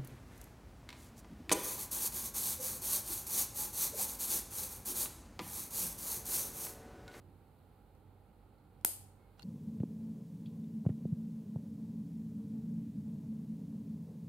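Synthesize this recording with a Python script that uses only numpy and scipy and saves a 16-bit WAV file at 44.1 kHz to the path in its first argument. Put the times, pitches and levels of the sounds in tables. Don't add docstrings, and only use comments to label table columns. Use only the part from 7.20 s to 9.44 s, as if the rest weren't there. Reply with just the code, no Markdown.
import sys
import numpy as np
from scipy import signal
from scipy.fft import rfft, irfft
from scipy.io import wavfile

SR = 44100
rng = np.random.default_rng(int(sys.argv[2]) if len(sys.argv) > 2 else 0)


def file_out(sig):
    cols = np.atleast_2d(sig).T
    lim = np.clip(cols, -1, 1)
    pcm = np.round(lim * 32767).astype(np.int16)
    wavfile.write(sys.argv[1], SR, pcm)


N = 98651


def amp(db):
    return 10 ** (np.asarray(db) / 20)


def unit(x):
    return x / np.sqrt(np.mean(abs(x) ** 2) + 1e-20)


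def read(points, hz, column=1):
    table = np.array(points, float)
    return np.interp(np.log(hz + 1), np.log(table[:, 0] + 1), table[:, column])


def pan(db):
    return amp([[db / 2], [-db / 2]])


def add(mix, start, sound):
    part = mix[:, round(start * SR):][:, :sound.shape[-1]]
    part += sound[..., :part.shape[1]]


def pulse(points, column=1, size=4096):
    log_gain = np.log(amp(read(points, abs(np.fft.fftfreq(size, 1 / SR)), column)))
    return np.fft.ifft(np.exp(np.conj(signal.hilbert(log_gain)))).real[:size // 2]


def drift(hz):
    f = np.fft.rfftfreq(N, 1 / SR)
    return unit(irfft(rfft(rng.standard_normal(N)) * np.exp(-(f / hz) ** 2) * (f > 0), N))


def soften(x, hz):
    r = np.exp(-2 * np.pi * hz / SR)
    return signal.lfilter([1 - r], [1, -r], x)


def decay(t, t60):
    return np.exp(-np.log(1000) * t / t60)


def swell(start, length):
    return np.sin(np.pi * np.clip((np.arange(N) / SR - start) / length, 0, 1))


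def room_rush():
    # f/Hz, relative level/dB
    spectrum = [(20, -25), (33, -16), (50, -3.5), (68, 1), (85, 3.5), (110, -5.5), (135, 1.5), (170, -6.5),
                (200, -4), (240, -5.5), (300, -10), (420, -9), (540, -12), (680, -17.5), (810, -8.5),
                (950, -18), (1150, -22.5), (1350, -19.5), (1700, -30), (2200, -29.5), (2650, -31.5),
                (3400, -34), (4300, -32.5), (5100, -42), (5800, -46.5), (8000, -39.5), (12000, -36.5),
                (15500, -38)]
    # f/Hz, correlation/0-1
    likeness = [(50, 1), (1000, 0.73), (3000, 0.6), (8000, 0.2), (15000, .3)]
    # f/Hz, left minus right/dB
    balance = [(60, -3.5), (180, -4.5), (550, -4), (1650, -7), (5000, 2.5), (15000, -3)]
    # t/s, gain/dB
    hiss_ride = [(0, 3), (.55, 2.5), (.9, 0), (1.55, 0.5), (2.0, 2), (2.24, 3.5)]
    hz, t = np.fft.rfftfreq(N, 1 / SR), np.arange(N) / SR
    a, b = rfft(rng.standard_normal((2, N)))
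    same, lean = read(likeness, hz), amp(read(balance, hz) / 2)
    pair = np.array([a * lean, (same * a + np.sqrt(1 - same ** 2) * b) / lean])
    rush = unit(irfft(pair * amp(read(spectrum, hz)), N))
    hiss = rush - soften(rush, hz=3300)
    hiss_gain = amp(np.interp(t, *np.transpose(hiss_ride)))
    return amp(-63 + 0.15 * drift(hz=3)) * (rush + (hiss_gain - 1) * hiss)


def hum():
    # f/Hz, level/dB
    fan_tones = [(48.4, -70.5), (301, -80), (770, -84.5), (826, -85)]
    # t/s, gain/dB
    mains_ride = [(0, 5), (.2, -0.5), (.35, -2.5), (.7, -6), (.9, 5), (1.0, 1.5), (1.07, -3), (1.35, -2.5),
                  (1.6, -2.5), (1.85, 7), (2.0, -6), (2.24, 0.5)]
    fan, t = np.zeros(N), np.arange(N) / SR
    for hz, db in fan_tones:
        waver = 1 + 0.38 * (drift(hz=8.3) + 1j * drift(hz=8.3))
        fan += amp(db) * unit((waver * np.exp(2j * np.pi * (hz * t + rng.random()))).real)
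    mains_hz, mains_db = 95.9, -66.5 + np.interp(t, *np.transpose(mains_ride))
    mains = amp(mains_db) * unit(np.sin(2 * np.pi * (mains_hz * t + rng.random())))
    return pan(db=-4.5) * (fan + mains)


def room_response(size=256):
    # f/Hz, t60/s
    reverb_times = [(200, 0.34), (700, 0.33), (1800, .5), (4600, 0.47), (8500, 0.4), (12500, 0.32),
                    (16000, 0.32)]
    # f/Hz, correlation/0-1
    likeness = [(200, 0.5), (500, 1), (1000, 0), (3000, 0)]
    attack_s, walls_s, early_gain = .002, .01, .45
    taps = rng.standard_normal((2, SR)) * (rng.random((2, SR)) < .25)
    hz, frame_s, (a, b) = signal.stft(taps, SR, nperseg=size)
    same = read(likeness, hz)[:, None]
    bands = np.array([a, same * a + np.sqrt(1 - same ** 2) * b])
    bands *= decay(frame_s, read(reverb_times, hz)[:, None])
    tail = signal.istft(bands, SR, nperseg=size)[1][:, :SR]
    t = np.arange(SR) / SR
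    tail *= np.minimum(t / attack_s, 1) * np.where(t < walls_s, early_gain, 1)
    return tail / np.linalg.norm(tail, axis=1, keepdims=True)


def rubbing():
    # t/s, length/s, centre f/Hz, level/dB
    rustles = [(0.0, 0.19, 157, -68), (2.169, 0.045, 590, -78), (2.171, 0.039, 3050, -78.5)]
    squeak_hz = 2190
    slips = drift(hz=69.4) + 1j * drift(hz=69.4)
    squeak = unit((slips * np.exp(2j * np.pi * squeak_hz * np.arange(N) / SR)).real)
    out = amp(-84.5) * swell(start=1.954, length=.2) * squeak
    for start, length, hz, db in rustles:
        band = signal.butter(2, [hz / 2, hz * 2], "band", fs=SR, output="sos")
        rustle = unit(signal.sosfilt(band, rng.standard_normal(N)))
        out += amp(db) * swell(start, length) * rustle
    return pan(db=-6) * out


def handling_ticks():
    # t/s, level/dB, left minus right/dB, body f/Hz, body gain/dB, snap gain/dB
    ticks = [(0.7514, -46, 5, 8800, -37, -2), (1.384, -52.5, 0, 4330, -22, -3.5),
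             (1.6117, -46, 2, 9100, -27.5, 2.5), (2.1947, -31.5, -5.5, 1420, -25, -1.5),
             (2.1955, -30.5, -2, 812, -22, -14.5), (2.1963, -31.5, -6.5, 2860, -22, -7.5),
             (2.197, -34.5, 0, 4135, -16.5, -23), (2.2216, -37.5, -4, 2800, -34, 6),
             (2.2285, -31, 9.5, 4440, -17, -5)]
    out, t = np.zeros((2, N)), np.arange(SR // 10) / SR
    for start, db, pan_db, hz, body_db, snap_db in ticks:
        snap = amp(snap_db - 17) * rng.standard_normal((2, len(t))) * decay(t, t60=.009)
        roughness = .5 * drift(hz=400)[:len(t)]
        body = amp(body_db) * np.sin(2 * np.pi * hz * t + roughness) * decay(t, t60=.019)
        add(out, start, amp(db) * pan(pan_db) * (soften(snap, hz=6000) + body))
    reverb = signal.fftconvolve(out, room_response(), axes=1)[:, :N]
    return out + amp(-4.5) * reverb


def glue_gun_click():
    # push gain/dB, push low-pass f/Hz, ring gain/dB
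    contacts = [(2, 12000, 2), (-3, 860, 0)]
    # f/Hz, level/dB
    push_spectrum = [(60, -17.5), (170, -12), (350, -0.5), (620, -4.5), (870, -0.5), (1150, -10),
                     (1420, -3.5), (2000, -8), (2700, -7.5), (3300, -6), (4000, -5.5), (5600, -15.5),
                     (9000, -2.5), (14000, -11.5), (16000, -15)]
    # f/Hz, t60/s, left level/dB, right level/dB
    shell_modes = [(2600, .007, -52.5, -48), (4000, .009, -42.5, -50), (5320, .011, -39.5, -42),
                   (6560, 0.0045, -35, -24.5), (8370, 0.0078, -34.5, -23), (9230, 0.0055, -33, -17.5),
                   (9500, 0.0083, -31, -31), (10230, 0.0091, -19.5, -26.5), (11490, .009, -31.5, -25.5),
                   (12750, .009, -16, -25.5), (13440, 0.006, -18.5, -28), (13790, 0.0097, -20, -26.5),
                   (14400, 0.0072, -30.5, -28.5), (14880, .007, -36, -30)]
    # f/Hz, level/dB
    crack_spectrum = [(200, -26.5), (1500, -20), (5500, -11.5), (8500, -0.5), (13500, -1), (16000, -12)]
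    # f/Hz, left level/dB, right level/dB
    send_spectrum = [(100, -16, -10.5), (351, -10, -7.5), (850, -13, -10), (1500, -21.5, -17),
                     (2500, -19, -17.5), (3300, -15, -14.5), (3800, -18, -19.5), (4600, -11.5, -14),
                     (5310, -14.5, -12), (6040, -18.5, -16.5), (6640, -7, -5.5), (7300, -9.5, -11.5),
                     (8140, -3.5, 1), (9200, 0, -0.5), (11000, 2, -2), (11600, -0.5, -4), (12900, 4.5, -5),
                     (14300, -2.5, -5.5), (14940, -5, -9), (15560, -19.5, -25)]
    click_s, rebound_s = 1.6482, .00172
    out, t = np.zeros((2, N)), np.arange(SR // 10) / SR
    ring = np.zeros((2, len(t)))
    for k, (hz, t60, left, right) in enumerate(shell_modes):
        ring += (-1) ** k * amp([[left], [right]]) * decay(t, t60) * np.sin(2 * np.pi * hz * t)
    for k, (push_db, cutoff_hz, ring_db) in enumerate(contacts):
        start = click_s + k * rebound_s
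        push = (-1) ** k * soften(pulse(push_spectrum), cutoff_hz)
        add(out, start, amp(push_db) * pan(db=-3.5) * push)
        add(out, start, amp(ring_db) * ring)
    burst = rng.standard_normal((2, len(t))) * decay(t, t60=.011)
    crack = signal.fftconvolve(burst, pulse(crack_spectrum)[None], axes=1)
    add(out, click_s, amp(-20) * crack)
    send = np.array([pulse(send_spectrum, column=1), pulse(send_spectrum, column=2)])
    reverb = signal.fftconvolve(room_response(), send, axes=1)
    add(out, click_s, amp(2.5) * reverb)
    return out


def scene():
    return glue_gun_click() + handling_ticks() + rubbing() + room_rush() + hum()


def record(dry):
    low_pass = signal.firwin(255, 15800, window=("kaiser", 8), fs=SR)
    return signal.oaconvolve(dry, low_pass[None], "same")


dry = scene()
out = record(dry)
file_out(out)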